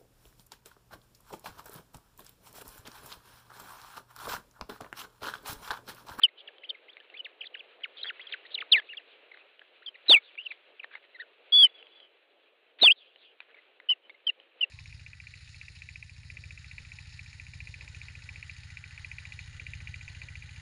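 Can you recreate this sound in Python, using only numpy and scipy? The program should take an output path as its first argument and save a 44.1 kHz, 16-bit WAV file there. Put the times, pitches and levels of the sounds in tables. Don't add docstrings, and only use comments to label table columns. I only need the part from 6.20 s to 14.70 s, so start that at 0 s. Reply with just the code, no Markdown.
import sys
import numpy as np
from scipy import signal
from scipy.fft import rfft, irfft
from scipy.io import wavfile
from scipy.ndimage import uniform_filter1d, map_coordinates

SR = 44100
rng = np.random.default_rng(int(sys.argv[2]) if len(sys.argv) > 2 else 0)


def digitize_waveform(pressure):
    field = np.atleast_2d(pressure).T
    bounded = np.clip(field, -1, 1)
    quanta = np.round(bounded * 32767).astype(np.int16)
    wavfile.write(sys.argv[1], SR, quanta)


def voltage_ratio(decibels):
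    exponent = np.asarray(decibels, float) / 20
    return 10 ** exponent


N = 374850


def unit(x):
    return x / np.sqrt(np.mean(x ** 2) + 1e-20)


def along(points, hz):
    f, db = np.transpose(points)
    return voltage_ratio(np.interp(np.log(hz + 1), np.log(f + 1), db))


def filtered(x, response, rate=SR):
    return irfft(rfft(x) * response(np.fft.rfftfreq(len(x), 1 / rate)), len(x))


def wobble(rate):
    knots = rng.standard_normal(int(N * rate / SR) + 4)
    return map_coordinates(knots, [np.arange(N) * rate / SR])


def smooth(x, seconds):
    return uniform_filter1d(x, max(1, int(seconds * SR)))


def resonance(hz, width):
    return lambda f: 1j * f * width / (hz * hz - f * f + 1j * f * width)


# t/s, low rush level/dB, needle hiss level/dB
WIND_LEVELS = [
    (0.0, -68, -64.5),
    (1.68, -66.5, -61),
    (2.01, -64, -56.5),
    (3.69, -69, -64),
    (4.12, -71, -60),
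    (4.36, -69.5, -64),
    (5.28, -67, -62.5),
    (5.49, -65.5, -62),
    (6.08, -72, -68),
    (8.5, -70.5, -65.5),
]
# f/Hz, level/dB per Hz
RUSH_SPECTRUM = [(59, -66), (100, -34), (329, -7), (440, -2.5), (912, -10.5), (994, -13), (1300, -13.5),
                 (1690, -42), (2860, -120)]
# f/Hz, level/dB per Hz
NEEDLE_SPECTRUM = [(530, -42), (900, -16.5), (1240, -10), (1690, -6.5), (1900, -8), (2670, -3), (4000, -14),
                   (5200, -45), (8800, -120)]


def wind():
    s, *levels = np.transpose(WIND_LEVELS)
    t = np.arange(N) / SR
    gust, out = wobble(10), 0
    for db, spectrum, own_db in zip(levels, (RUSH_SPECTRUM, NEEDLE_SPECTRUM), (2.2, 1.5)):
        z = signal.stft(rng.standard_normal(N), nperseg=256)[2]
        patches = uniform_filter1d(rng.standard_normal(z.shape), 4, 0)
        patches = uniform_filter1d(patches, 10, 1)
        noise = signal.istft(z * voltage_ratio(0.81 * unit(patches)), nperseg=256)[1][:N]
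        coloured = unit(filtered(noise, lambda f: along(spectrum, f)))
        gain = voltage_ratio(np.interp(t, s, db) + 0.64 * gust + own_db * wobble(25))
        out = out + gain * coloured
    return out


# t/s, peak level/dB, ring f/Hz
TWIG_TICKS = [(0.383, -40, 3150), (0.769, -34, 2210), (0.802, -38, 3030), (0.9, -39, 2730),
              (1.995, -31.5, 1960), (2.599, -27, 2090), (3.118, -41.5, 1970), (3.173, -39, 2084),
              (3.394, -40, 3000), (3.417, -36.5, 1710), (3.686, -38, 3120), (4.154, -39.5, 2398),
              (4.319, -29.5, 2126), (4.644, -28, 1807), (4.754, -29, 2120), (5.627, -38.5, 2770),
              (5.669, -40, 3143), (5.719, -47.5, 3090), (5.802, -40, 3170), (6.96, -41.5, 3067),
              (7.204, -28.5, 2480), (7.345, -46, 2130), (7.601, -37, 2050), (7.896, -37, 2190),
              (8.2, -40, 3040)]


def twigs():
    out, t = np.zeros(N), np.arange(SR // 20) / SR
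    for s, db, hz in TWIG_TICKS:
        crack = voltage_ratio(-60 * t / 0.012) * rng.standard_normal(len(t))
        ring = 1.6 * voltage_ratio(-60 * t / 0.013) * np.sin(2 * np.pi * hz * t)
        out[round(s * SR):][:len(t)] += voltage_ratio(db - 5.0) * (crack + ring)
    body = signal.butter(2, [700, 4200], "band", fs=SR, output="sos")
    return signal.sosfilt(body, out)


# t/s, length/s, centre f/Hz, width/Hz, level/dB
RASP_BURSTS = [(0.016, .016, 2500, 2000, -43.5), (.17, .055, 3100, 910, -54), (1.6, .04, 1800, 1220, -57),
               (1.77, .055, 3300, 1298, -50), (1.835, .06, 1700, 1213, -46.5),
               (2.08, 0.065, 2500, 2010, -50.5), (2.3, 0.038, 3600, 880, -53),
               (3.857, .03, 2500, 2500, -50.5), (6.585, .035, 2500, 2500, -48),
               (4.7, 0.091, 1800, 1340, -54.5), (4.82, 0.044, 2300, 1479, -58),
               (7.21, 0.024, 1800, 1500, -59), (7.28, .05, 1900, 1200, -61),
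               (7.35, 0.058, 2100, 700, -61.5), (7.61, .08, 1600, 1018, -68.5)]


def rasps():
    out = np.zeros(N)
    for s, length, hz, width, db in RASP_BURSTS:
        n = round(length * SR)
        grain_db = 4.5 * unit(smooth(rng.standard_normal(8192), 0.002))
        grain = rng.standard_normal(8192) * voltage_ratio(grain_db)
        band = resonance(hz, width)
        noise = unit(filtered(grain, lambda f: band(f) ** 2))[:n]
        out[round(s * SR):][:n] += voltage_ratio(db) * noise * signal.windows.tukey(n, 0.4)
    return out


# t/s, length/s, start f/Hz, middle f/Hz, end f/Hz, level/dB
BEGGING_GLIDES = [(0.026, 0.006, 2550.0, 2570.0, 2230.0, -44.5), (0.083, 0.008, 2200.0, 2165, 1950, -45),
                  (0.175, 0.015, 2960, 3110, 3130, -55.5), (0.201, 0.01, 3360, 3100, 3680, -48.5),
                  (0.276, 0.01, 3380, 2960, 2700.0, -39.5), (0.285, 0.007, 2090.0, 1700.0, 1660, -45.5),
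                  (0.435, 0.013, 2010, 2670, 3220, -43), (0.446, 0.014, 3210, 3007, 2980, -43.5),
                  (0.491, 0.012, 3070, 3420, 3600, -36), (0.498, 0.013, 3670, 3130, 3030, -27.5),
                  (0.546, 0.011, 2624, 2150, 2090, -44), (0.684, 0.006, 2090, 2270.0, 2510, -47.5),
                  (0.692, 0.014, 3000, 3230.0, 3410.0, -46.5), (0.731, 0.006, 3790, 3580.0, 3270.0, -50.5),
                  (0.777, 0.005, 1840, 2110, 2250, -49), (0.807, 0.005, 1690.0, 1710, 1730, -48),
                  (0.941, 0.013, 1940, 2355, 2484, -42), (0.957, 0.013, 2420.0, 2465, 2516, -48.5),
                  (0.965, 0.013, 2600.0, 2855, 3520, -45.5), (0.974, 0.014, 3420, 3420, 2940, -45.5),
                  (0.993, 0.016, 3130, 3060, 2900, -34.5), (1.047, 0.022, 3680, 2660, 1640, -38.0),
                  (1.209, 0.011, 3430, 2890.0, 2210, -33), (1.221, 0.027, 3270, 3010.0, 1670, -44.0),
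                  (1.249, 0.005, 3620, 3590.0, 3650, -50), (1.255, 0.008, 3250.0, 3460.0, 3470, -42),
                  (1.268, 0.008, 4090.0, 3570.0, 3090, -39.0), (1.343, 0.009, 3060.0, 2870.0, 2520, -36),
                  (1.351, 0.006, 2120, 1836, 1464, -37.5), (1.366, 0.013, 2690, 2910, 3170, -48),
                  (1.38, 0.013, 3150, 3320, 3400, -59), (1.394, 0.017, 3490, 3090, 2290.0, -41),
                  (1.618, 0.01, 2116, 1980, 1994, -60), (1.636, 0.014, 3380.0, 2840, 2100.0, -29.5),
                  (1.647, 0.014, 2190, 1780.0, 1326, -37.5), (1.77, 0.005, 3150.0, 3517, 3700, -43),
                  (1.791, 0.017, 2980.0, 3290.0, 3050.0, -44), (1.812, 0.009, 3340.0, 3270.0, 3380, -39.5),
                  (1.818, 0.005, 3937, 3920.0, 3700.0, -47.5),
                  (1.831, 0.006, 3940.0, 3910.0, 3640.0, -29.5),
                  (1.837, 0.012, 3210.0, 3240.0, 3232, -38.5), (1.853, 0.005, 3507, 3270.0, 3346, -44),
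                  (1.861, 0.015, 3240, 3477, 3367, -37.5), (1.877, 0.015, 3260, 3310, 3190, -32.5),
                  (1.892, 0.006, 2860.0, 2760.0, 2760, -29), (1.899, 0.011, 2206, 1598, 1410.0, -31),
                  (1.996, 0.016, 1790, 2260.0, 2945, -41.5), (2.014, 0.005, 3218, 3520.0, 3879, -39),
                  (2.017, 0.014, 2865, 3333, 3140.0, -47), (2.07, 0.006, 3423, 3350, 3170, -35),
                  (2.077, 0.011, 3025, 3190, 2920.0, -54), (2.123, 0.016, 3730, 3096, 2643, -34.5),
                  (2.138, 0.011, 2130.0, 1593, 1372, -31), (2.15, 0.05, 2395, 2583, 3000, -58),
                  (2.252, 0.008, 1920.0, 1840.0, 2104, -47), (2.258, 0.005, 1772, 1960.0, 2076, -45.5),
                  (2.262, 0.008, 3210.0, 3600.0, 4070, -48.5), (2.32, 0.007, 3540, 3407, 3714, -56.5),
                  (2.332, 0.014, 3870, 3760.0, 3853, -51.5), (2.344, 0.015, 4036, 3750.0, 2942, -28),
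                  (2.377, 0.015, 3177, 2603, 1950.0, -32), (2.405, 0.009, 3620.0, 3080, 2770, -34.5),
                  (2.413, 0.016, 2433, 1807, 1117, -34)]
# t/s, length/s, start f/Hz, middle f/Hz, end f/Hz, level/dB
LATER_PEEPS = [(2.617, 0.01, 1643, 1834, 2087, -52), (2.69, 0.021, 2366, 2815, 2830, -42),
               (2.709, 0.022, 2873, 2840.0, 2611, -42), (2.731, 0.009, 2160.0, 1971, 1641, -41.5),
               (2.745, 0.005, 2365, 2274, 2334, -39), (2.771, 0.015, 3430.0, 3109, 2715, -35),
               (2.795, 0.009, 2142, 1885, 1598, -51), (3.116, 0.007, 2272, 2078, 2031, -43),
               (3.139, 0.01, 2281, 1905, 1376, -46.5), (3.15, 0.005, 2152, 2029, 1979, -60),
               (3.178, 0.05, 2474, 2500, 2541, -58.5), (3.413, 0.012, 1574, 1704, 1606, -54),
               (3.622, 0.012, 1240.0, 1618, 2176, -50.5), (3.662, 0.014, 3450.0, 3350, 3113, -34.5),
               (3.678, 0.014, 3112, 3113, 3138, -33.5), (3.744, 0.011, 2920.0, 2523, 2426, -48),
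               (3.754, 0.007, 1991, 1842, 2234, -45.5), (4.178, 0.021, 2172, 2757, 2924, -35),
               (4.199, 0.009, 2918, 2714, 2838, -40.5), (4.208, 0.012, 2841, 2897, 3176, -42.5),
               (4.223, 0.014, 2880, 3037, 3053, -45), (4.231, 0.015, 3043, 3170, 3508, -50),
               (4.251, 0.013, 2767, 3080, 3100, -45.5), (4.261, 0.013, 3186, 2823, 2653, -31),
               (4.306, 0.012, 2660.0, 2394, 2058, -35), (4.318, 0.012, 2712, 2089, 2162, -44),
               (4.597, 0.008, 3091, 2536, 2440.0, -36.5), (4.632, 0.01, 2742, 2164, 1872, -40.5),
               (4.739, 0.006, 1673, 1687, 1650.0, -43), (4.751, 0.007, 2093, 2156, 2016, -43.5),
               (4.947, 0.022, 2140, 1960.0, 1811, -47), (4.988, 0.013, 1423, 1520.0, 1817, -47.5),
               (5, 0.013, 1793, 1933, 1877, -36), (5.014, 0.013, 1892, 1786, 1432, -38.5),
               (5.023, 0.014, 1546, 1444, 1530.0, -49), (5.457, 0.014, 2500, 2304, 2000, -35.5),
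               (7.344, 0.008, 2290.0, 2193, 2130.0, -47), (7.388, 0.005, 2000.0, 1982, 2116, -51.5),
               (7.734, 0.01, 2233, 1998, 1800, -54.5), (7.9, 0.006, 2150, 2174, 2210.0, -39.5),
               (7.945, 0.009, 2103, 2145, 2130.0, -51), (8.098, 0.009, 2200, 1990, 1803, -44.5),
               (8.442, 0.009, 2200, 2000, 1757, -46.5)]


def chicks():
    t = np.arange(N) / SR
    s, length, start_hz, mid_hz, end_hz, db = np.transpose(BEGGING_GLIDES + LATER_PEEPS)
    times = np.sort(np.ravel([s, s + length / 2, s + length - 1e-4]))
    pitches = np.ravel([start_hz, mid_hz, end_hz], order="F")
    hz = smooth(np.interp(t, times, pitches), 0.003)
    level = np.zeros(N)
    for start, end, gain in zip(s, s + length, voltage_ratio(db)):
        level[round(start * SR):round(end * SR) + 2] = gain
    level = smooth(smooth(level, 0.004), 0.003) * voltage_ratio(1.5 * wobble(250))
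    phase = 2 * np.pi * np.cumsum(hz * (1 + 0.02 * wobble(400))) / SR
    octave = voltage_ratio(-11.5) * np.clip((2400 - hz) / 350, 0, 1)
    return level * (np.sin(phase) + octave * np.sin(2 * phase))


# t/s, f/Hz, level/dB, harshness (overtone level re the tone)/dB
ADULT_WHISTLES = [
    [(0.031, 3717, -46.5, -32), (0.034, 3730, -30.5, -40.5), (0.038, 2976, -10, -38.5),
     (0.045, 3110, -11, -39), (0.056, 2788, -24, -36), (0.064, 2780, -47, -38)],
    [(2.515, 3890, -46, -33.5), (2.519, 3865, -32, -34), (2.522, 3778, -14, -36), (2.534, 3110, -12, -32.5),
     (2.542, 2699, -21, -30), (2.552, 2317, -17.0, -31.5), (2.567, 2000, -26, -14.5),
     (2.587, 1733, -30.5, -15), (2.602, 1590, -48, -1.5)],
    [(3.882, 3838, -45.5, -28.5), (3.886, 3870, -26.5, -25.5), (3.893, 4000, -22, -19),
     (3.896, 3871, -14.5, -14.5), (3.924, 3461, -11.5, -20.5), (3.949, 2624, -11.5, -23.5),
     (3.957, 2360, -22.5, -27), (3.963, 2363, -15.5, -31.5), (3.973, 2180, -20.5, -25.5),
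     (3.99, 2306, -46.5, -24.5)],
    [(5.321, 3360, -53, -40), (5.324, 3404, -25, -40), (5.328, 3250, -19.5, -38), (5.331, 3359, -17.5, -39),
     (5.362, 3430, -15, -42.5), (5.425, 3333, -13.5, -40.5), (5.447, 3062, -10, -39),
     (5.463, 2983, -27, -45), (5.47, 2927, -41.5, -40.5)],
    [(6.612, 3786, -42, -15.5), (6.617, 3773, -29, -25.5), (6.624, 3937, -16.5, -15),
     (6.635, 3684, -15.5, -11), (6.663, 3295, -12.5, -26.5), (6.685, 2571, -12, -31.5),
     (6.69, 2423, -18.5, -36), (6.698, 2493, -16.5, -33), (6.719, 3194, -15.5, -41.5),
     (6.725, 3375, -55.5, -38)],
    [(7.687, 2948, -55.5, -40), (7.694, 2935, -21.5, -43), (7.698, 3085, -19, -37),
     (7.713, 2996, -20.5, -31), (7.737, 2730, -44.8, -39)],
    [(8.067, 3174, -58.5, -33), (8.071, 3143, -21.5, -36), (8.087, 2977, -31.5, -35),
     (8.097, 2748, -20.5, -31.5), (8.101, 2790, -34, -37), (8.105, 2660, -48.7, -32.5)],
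    [(8.408, 2948, -63.5, -31), (8.415, 3022, -21.5, -34), (8.423, 2977, -36.5, -36),
     (8.437, 2767, -19.5, -28.5), (8.446, 2755, -41.5, -41)],
]


def adult():
    out = np.zeros(N)
    flutter, waver = voltage_ratio(0.6 * wobble(200)), 1 + 0.0048 * wobble(200)
    for rows in ADULT_WHISTLES:
        s, hz, db, harsh_db = np.transpose(rows)
        span = slice(round(s[0] * SR), round(s[-1] * SR))
        t = np.arange(N)[span] / SR
        pitch = smooth(np.interp(t, s, hz), 0.006) * waver[span]
        phase = 2 * np.pi * np.cumsum(pitch) / SR
        breath = voltage_ratio(-9) * rng.standard_normal(len(t))
        overtones = np.sin(2 * phase) + voltage_ratio(-3.0) * np.sin(3 * phase) + breath
        tone = np.sin(phase) + voltage_ratio(np.interp(t, s, harsh_db)) * overtones
        pressure = np.sqrt(2) * np.interp(t, s, voltage_ratio(db))
        edge = np.clip(np.minimum(t - s[0], s[-1] - t) / 0.0005, 0, 1)
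        out[span] = pressure * edge * flutter[span] * tone
    return out


# delay t/s, level/dB
CLOSE_ECHOES = [(.0011, -18.5), (.0034, -20.5), (.0071, -21.5)]


def forest(x):
    t = np.arange(int(1.5 * SR)) / SR
    near = voltage_ratio(-34.5 - 60 * t / 0.081)
    arrival = np.clip((t - 0.11) / 0.05, 0, 1)
    far = voltage_ratio(-70.5 - 60 * t / 1.2) * arrival * voltage_ratio(9 * wobble(30)[:len(t)])
    tail = (voltage_ratio(-28.5) * near + far) * rng.standard_normal(len(t))
    direct = x + sum(voltage_ratio(db) * np.roll(x, round(s * SR)) for s, db in CLOSE_ECHOES)
    return voltage_ratio(0.71) * direct + signal.fftconvolve(x, tail)[:N]


def scene():
    nest = adult() + chicks() + twigs() + rasps()
    return (forest(nest) + wind())[None]


# f/Hz, level/dB
PLAYBACK_FILTER = [(60, -31), (200, -10), (320, -1), (560, 3.5), (1000, -2), (3300, -0.5), (4000, -1.5),
                   (4600, -21.5), (4900, -31), (5300, -65), (12000, -79)]


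def camera(x):
    camera_hz, step = 8000, 6
    count = round(N * camera_hz / SR)
    kept = signal.resample(x, count * step)[::step] / 0.58
    companded = np.log1p(255 * np.minimum(abs(kept), 1)) / np.log(256)
    steps = np.round(127 * companded) / 127
    comb = np.zeros(count * step)
    comb[::step] = step * 0.64 * np.sign(kept) * (256 ** steps - 1) / 255
    rebuilt = filtered(comb, lambda f: along(PLAYBACK_FILTER, f), camera_hz * step)
    x = signal.resample(rebuilt, N)
    x = x - 0.54 * x ** 3
    x = filtered(x, lambda f: along([(10200, -1), (11000, -23.5), (15000, -30)], f))
    return x + voltage_ratio(-95) * rng.standard_normal(N)


def top_cut(x):
    return signal.sosfilt(signal.butter(12, 15050, fs=SR, output="sos"), x)


def record(dry):
    mix = camera(dry[0])[None]
    return top_cut(mix)


dry = scene()
out = record(dry)
digitize_waveform(out)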